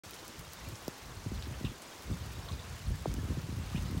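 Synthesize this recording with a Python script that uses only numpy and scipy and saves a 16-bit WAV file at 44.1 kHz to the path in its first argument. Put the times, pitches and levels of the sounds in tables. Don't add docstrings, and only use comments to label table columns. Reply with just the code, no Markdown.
import sys
import numpy as np
from scipy import signal
from scipy.fft import rfft, irfft, next_fast_len
from scipy.io import wavfile
from scipy.ndimage import uniform_filter1d, map_coordinates

SR = 44100
rng = np.random.default_rng(int(sys.argv[2]) if len(sys.argv) > 2 else 0)


def to_wav(s):
    ch = np.atleast_2d(s).T
    pcm = np.round(np.clip(ch, -1, 1) * 32767)
    wavfile.write(sys.argv[1], SR, pcm.astype(np.int16))


def voltage_ratio(level):
    return 10 ** (np.asarray(level, float) / 20)


N = 176400
LAG_S = 0.001


def unit(x):
    return x / np.sqrt(np.mean(x ** 2) + 1e-20)


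def by_peak(rows):
    return rows / np.abs(rows).max(axis=1, keepdims=True)


def noise():
    return rng.standard_normal(N)


def curve(rows):
    return np.interp(np.arange(N) / SR, *np.transpose(rows))


def wobble(knots_per_s):
    knots = rng.standard_normal(int(N * knots_per_s / SR) + 4)
    return map_coordinates(knots, [np.arange(N) * knots_per_s / SR])


def coloured(x, points):
    size = next_fast_len(N + SR // 4)
    point_hz, point_db = np.transpose(points)
    hz = np.fft.rfftfreq(size, 1 / SR)
    gain_db = np.interp(np.log(hz + 1), np.log(point_hz + 1), point_db)
    return unit(irfft(rfft(x, size) * voltage_ratio(gain_db), size)[:N])


def patchy(depth_db, slow_db):
    z = signal.stft(noise(), nperseg=256)[2]

    def field(bins, frames):
        tall = uniform_filter1d(rng.standard_normal(z.shape), bins, axis=0)
        return unit(uniform_filter1d(tall, frames, axis=1))

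    gain_db = depth_db * field(8, 8) + slow_db * field(24, 50)
    return signal.istft(z * voltage_ratio(gain_db), nperseg=256)[1][:N]


def place(start_s, rows):
    at = np.round(np.asarray(start_s) * SR).astype(int)[:, None] + np.arange(rows.shape[1])
    return np.bincount(at.ravel(), rows.ravel(), N + SR)[:N]


def drop_gain(size, swing_db, floor):
    return voltage_ratio(-swing_db * np.log(size + floor))[:, None]


def grains(per_s, mid_hz, spread, cycles, swing_db, size=384):
    when, pitch, big = rng.random((int(per_s * N / SR), 3)).T
    logistic = np.log(pitch / (1 - pitch) + 1e-9)
    hz = np.clip(mid_hz * np.exp(spread * logistic / 2), 500, SR / 3)[:, None]
    turns = hz * np.arange(size) / SR
    envelope = (1 - np.exp(-8 * turns / cycles)) * np.exp(-turns / cycles)
    rows = drop_gain(big, swing_db, 0.012) * envelope * np.sin(2 * np.pi * turns)
    return unit(place(when * N / SR, rows))


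def swoop(t, first_hz, last_hz, fall_s, rise_s):
    turns = last_hz * t + (first_hz - last_hz) * fall_s * (1 - np.exp(-t / fall_s))
    return t / rise_s * np.exp(1 - t / rise_s) * np.sin(2 * np.pi * turns)


def rain():
    # time in seconds, level in dB.
    shower = [(0.05, -52.5), (0.7, -53), (0.93, -53), (3.62, -53), (3.77, -51.5), (4.0, -52.5)]
    # frequency in Hz, density in dB per Hz.
    hiss_spectrum = [(250, -11), (480, -3.5), (1000, -0.5), (2500, -7.5), (6500, -11.5), (9000, -17.5),
                     (12800, -23.5), (15700, -22)]
    hiss = coloured(patchy(depth_db=0.8, slow_db=0.5), hiss_spectrum)
    patter = grains(per_s=2000, mid_hz=5560, spread=0.619, cycles=1.85, swing_db=3.5)
    drips = grains(per_s=360, mid_hz=5000, spread=0.6, cycles=16, swing_db=3.5, size=900)

    splash_per_s, splash_s = 99, 0.0035
    when, size = rng.random((int(splash_per_s * N / SR), 2)).T
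    decay = np.exp(-np.arange(2048) / SR / splash_s)
    bursts = place(when * N / SR, drop_gain(size, 4, 0.12) * decay)
    splash = unit(bursts * np.diff(coloured(noise(), hiss_spectrum), prepend=0))

    strength_db = curve(shower) + 1.0 + 0.081 * wobble(4.5) + 0.14 * wobble(4.7)
    return voltage_ratio(strength_db) * (hiss + voltage_ratio(-11) * patter + voltage_ratio(-10) * drips + voltage_ratio(-11.5) * splash)


def street():
    # frequency in Hz, density in dB per Hz.
    wash_spectrum = [(20, -20), (60, -9), (130, -4), (350, -1.5), (600, -7), (1000, -28)]
    return voltage_ratio(-57 + 1.7 * wobble(6.06)) * coloured(patchy(depth_db=-1.5, slow_db=-0.5), wash_spectrum)


def breeze():
    # time in seconds, level in dB.
    gusts = [(0.05, -54.5), (0.61, -47), (0.93, -53), (1.17, -44.5), (1.33, -40), (1.5, -47), (1.57, -44),
             (1.73, -42), (1.92, -71), (2.07, -37), (2.25, -45.5), (2.47, -41.5), (2.61, -61), (2.92, -30),
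             (3.06, -45), (3.39, -36.5), (3.56, -44.5), (4.0, -28)]
    # frequency in Hz, density in dB per Hz.
    port_spectrum = [(12, -47), (20, -36), (52, 5.5), (87, 0), (172, -5.5), (393, -27.5), (484, -29),
                     (900, -61), (1170, -72), (1980, -120)]
    # frequency in Hz, density in dB per Hz.
    flutter_spectrum = [(60, -20), (150, 13), (260, 0), (450, -8), (800, -32)]
    # time in seconds, peak in dB, pitch in Hz.
    puffs = [(0.668, -35.5, 95.5), (0.719, -36, 115), (1.161, -40, 76.5), (1.257, -28.5, 110.5),
             (1.297, -38, 100), (1.312, -33, 72.4), (1.43, -35, 72.6), (1.475, -33.5, 87.5),
             (1.507, -37, 128), (1.565, -38, 73.4), (1.639, -25.5, 113), (1.687, -38, 87.5),
             (2.106, -29, 84), (2.208, -34, 71.6), (2.384, -39, 93), (2.509, -28, 87), (2.865, -34.5, 127),
             (2.898, -34, 90), (2.98, -43, 77.5), (3.071, -25, 130), (3.086, -27.5, 73), (3.106, -30.5, 76),
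             (3.159, -31.5, 71), (3.23, -28, 88.7), (3.29, -27, 79), (3.372, -28.5, 115.5),
             (3.432, -33.5, 110), (3.485, -29, 80), (3.59, -29.5, 75.6), (3.743, -25.5, 143),
             (3.777, -29.5, 90.5), (3.93, -31, 86)]
    # time in seconds, peak in dB, pitch in Hz.
    ripples = [(0.056, -44.5, 100), (0.474, -46.5, 75), (1.045, -44.5, 71.5), (1.341, -42, 75.0),
               (1.61, -37, 135.0), (1.703, -44, 78.6), (1.725, -54, 85.5), (2.091, -37.0, 126),
               (2.156, -45, 78.5), (2.24, -46, 85.0), (2.259, -40, 69.0), (2.297, -39.5, 102.0),
               (2.333, -41, 86.0), (2.36, -39, 90.0), (2.435, -41.5, 106.0), (2.477, -42, 107),
               (2.537, -37, 84.5), (2.585, -40.0, 82.5), (2.637, -41, 78), (2.673, -39.0, 86),
               (2.698, -42, 86), (2.721, -44, 85.4), (2.8, -39.5, 99.0), (2.934, -36.5, 86),
               (2.953, -45, 72.4), (3.005, -39.0, 73.0), (3.193, -36, 110.0), (3.326, -36.0, 119),
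               (3.354, -39, 98.0), (3.523, -32.5, 120.0), (3.563, -29.5, 108), (3.628, -43, 92.0),
               (3.674, -39.0, 94), (3.71, -34, 98), (3.757, -36, 141), (3.824, -41, 85.0),
               (3.849, -35, 114), (3.872, -34.5, 110), (3.908, -34, 98), (3.964, -26.5, 94)]
    lumps = voltage_ratio(3.5 * wobble(27) + 1.4 * wobble(16))
    buffet = voltage_ratio(curve(gusts) - 5) * unit(lumps * coloured(noise(), port_spectrum))

    s, db, hz = np.transpose(puffs + ripples)[:, :, None]
    start_s = s[:, 0] + 0.0029
    t = np.arange(SR // 8) / SR

    def burst(rise_cycles):
        u = t * hz / rise_cycles
        return place(start_s, voltage_ratio(db) * u * np.exp(1 - u))

    push = swoop(t, 2.037 * hz, 0.894 * hz, fall_s=0.51 / hz, rise_s=0.82 / hz)
    eddies = place(start_s, voltage_ratio(db - 2) * push)
    churn = voltage_ratio(-17) * burst(1.76) * coloured(noise(), port_spectrum)
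    flutter = voltage_ratio(-18) * burst(0.98) * coloured(noise(), flutter_spectrum)
    return buffet + churn + flutter + eddies


def ticks():
    # time in seconds, peak in dB, pitch in Hz.
    near_drops = [(0.0497, -40.5, 5600), (0.133, -38.5, 4000), (0.1406, -37.5, 8000), (0.267, -44, 6000),
                  (0.2787, -50, 5160), (0.7088, -47, 3870), (0.7542, -38, 6260), (0.9802, -48, 6150),
                  (1.2406, -41, 5560), (1.4233, -35, 3600), (1.4548, -40.5, 3900), (1.8193, -40.5, 7560),
                  (1.8847, -47, 5040), (2.0625, -51, 3980), (2.215, -48, 3600), (2.259, -39.5, 5230),
                  (2.2944, -51, 6000), (2.3896, -41, 5280), (2.46, -43, 3070), (2.519, -37, 3880),
                  (3.076, -42, 4500), (3.114, -42, 5170), (3.524, -42.5, 5270), (3.6404, -44, 2740)]
    cycles, spray_s, spray_width = 2.2, 0.017, 0.35
    s, db, hz = np.transpose(near_drops)[:, :, None]
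    t = np.arange(1024) / SR
    f = np.fft.rfftfreq(len(t), 1 / SR) + 1
    band = np.exp(-(np.log(f / hz) / spray_width) ** 2 / 2)
    spray = irfft(rfft(rng.standard_normal((len(s), len(t)))) * band)
    spray = spray / spray.std(axis=1, keepdims=True)
    snap = np.exp(-t * hz / cycles) * (np.sin(2 * np.pi * hz * t) + 0.77 * spray)
    tail = voltage_ratio(-12) * np.exp(-t / spray_s) * spray
    return place(s[:, 0] + LAG_S, voltage_ratio(db + 1) * by_peak(snap + tail))


def snaps():
    # time in seconds, peak in dB.
    bursts = [(0.1085, -37), (0.2523, -46), (0.2795, -35.5), (0.3925, -42), (0.5332, -39.5), (0.6868, -41),
              (0.8236, -47), (0.838, -51), (0.8765, -48), (0.8794, -35), (0.9805, -42), (1.1189, -56),
              (1.8198, -54), (2.022, -43), (2.3344, -42), (2.6174, -59), (2.8994, -49), (3.0081, -49),
              (3.016, -54), (1.357, -52), (1.434, -49), (2.2592, -52), (2.538, -53), (2.829, -48),
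              (2.852, -50), (3.56, -53), (3.66, -53), (3.79, -54), (3.1393, -40), (3.2874, -54),
              (3.3488, -55), (3.4166, -43), (3.911, -41.5)]
    # frequency in Hz, density in dB per Hz.
    snap_spectrum = [(1500, -49), (4500, -13.5), (9000, -13), (12500, -15), (15500, -13), (20000, 7)]
    snap_s, tail_s = 0.00056, 0.017
    s, db = np.transpose(bursts)[:, :, None]
    t = np.arange(1024) / SR
    fizz = coloured(noise(), snap_spectrum)[:len(s) * len(t)].reshape(len(s), -1)
    decay = np.exp(-t / snap_s) + voltage_ratio(-15.5) * np.exp(-t / tail_s)
    return place(s[:, 0] + LAG_S, voltage_ratio(db + 14.0) * by_peak(fizz * decay))


def thuds():
    # time in seconds, peak in dB, first pitch in Hz, last pitch in Hz.
    case_drops = [
        (0.8797, -26.5, 970, 117),
        (3.0567, -24.5, 1290, 243),
    ]
    s, db, first_hz, last_hz = np.transpose(case_drops)[:, :, None]
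    push = swoop(np.arange(2048) / SR, first_hz, last_hz, fall_s=0.0021, rise_s=0.0021)
    return place(s[:, 0], voltage_ratio(db) * push)


def cracks():
    # time in seconds, peak in dB, pitch in Hz.
    hard_snaps = [
        (.8806, -26, 5600),
        (.8807, -30, 14800),
        (3.1404, -30, 6200),
        (3.1401, -32.5, 9500),
        (3.1403, -31.5, 14000),
    ]
    s, db, hz = np.transpose(hard_snaps)[:, :, None]
    turns = hz * np.arange(128) / SR
    return place(s[:, 0], voltage_ratio(db) * by_peak(np.exp(-turns / 1.6) * np.sin(2 * np.pi * turns)))


def flicks():
    # time in seconds, peak in dB.
    fronts = [(1.262, -34), (1.317, -33), (1.469, -39), (1.508, -43.5), (1.61, -37), (1.644, -30),
              (1.715, -42.5), (2.099, -36.5), (2.113, -33.5), (2.126, -39), (2.379, -44), (2.906, -38),
              (3.11, -42), (3.141, -37), (3.164, -42.5), (3.182, -36), (3.23, -37.5), (3.249, -40.5),
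              (3.284, -38.5), (3.304, -32), (3.32, -37), (3.371, -33), (3.489, -36.5), (3.524, -39.5),
              (3.584, -39), (3.756, -43), (3.775, -37.5), (3.827, -45), (3.9, -36), (3.912, -41),
              (3.925, -35.5), (3.947, -34.5), (3.974, -35)]
    s, db = np.transpose(fronts)[:, :, None]
    push = swoop(np.arange(2048) / SR, first_hz=491, last_hz=170.4, fall_s=0.00355, rise_s=0.0043)
    return place(s[:, 0], voltage_ratio(db) * push)


def cups():
    # time in seconds, peak in dB, cup note in Hz, splash length in seconds.
    plinks = [(1.356, -50, 4000, .003), (1.374, -47, 3500, .004), (1.54, -49, 2900, .005),
              (1.6485, -40, 2600, .006), (1.649, -38, 3700, .002), (1.65, -45, 3250, .004),
              (1.656, -42, 2820, .012), (1.657, -46, 3700, .012), (1.65, -50, 1100, .015),
              (1.672, -47, 2600, .008), (1.685, -49, 3400, .03), (2.354, -47, 3700, .005),
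              (2.4865, -42, 4100, .002), (2.487, -43, 3400, .004), (2.495, -46, 3600, .007),
              (2.49, -45, 1100, .011), (2.594, -43.5, 3700, .004), (3.728, -45, 1200, .005),
              (3.754, -41, 2600, .006), (3.763, -42, 2800, .01), (3.78, -47, 2700, .015),
              (3.77, -48, 3700, .012)]
    s, db, hz, length_s = np.transpose(plinks)[:, :, None]
    t = np.arange(8192) / SR
    f = np.fft.rfftfreq(len(t), 1 / SR)
    hit = rng.random((len(s), len(t))) < 0.015
    strikes = rng.standard_normal(hit.shape) * (0.12 + hit)
    width_hz = 0.13 * hz
    resonance = 1j * f * width_hz / (hz ** 2 - f ** 2 + 1j * f * width_hz)
    ring = irfft(rfft(strikes) * resonance ** 2)
    shape = (1 - np.exp(-t / 0.00029)) * np.exp(-(t / length_s) ** 1.4 / 2)
    return place(s[:, 0], voltage_ratio(db) * by_peak(shape * ring))


def scene():
    weather = rain() + street() + breeze() + flicks()
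    drops = ticks() + snaps() + thuds() + cracks() + cups()
    return (weather + drops)[None]


def roll_off(x):
    return signal.sosfilt(signal.butter(12, 17070, fs=SR, output="sos"), x)


def record(dry):
    top_hz, start_s, fade_s = 15870, 0.035, 0.0015
    limited = irfft(rfft(dry) * (np.fft.rfftfreq(N, 1 / SR) < top_hz), N)
    opening = np.clip((np.arange(N) / SR - start_s) / fade_s, 0, 1)
    return roll_off(limited * opening)


dry = scene()
out = record(dry)
to_wav(out)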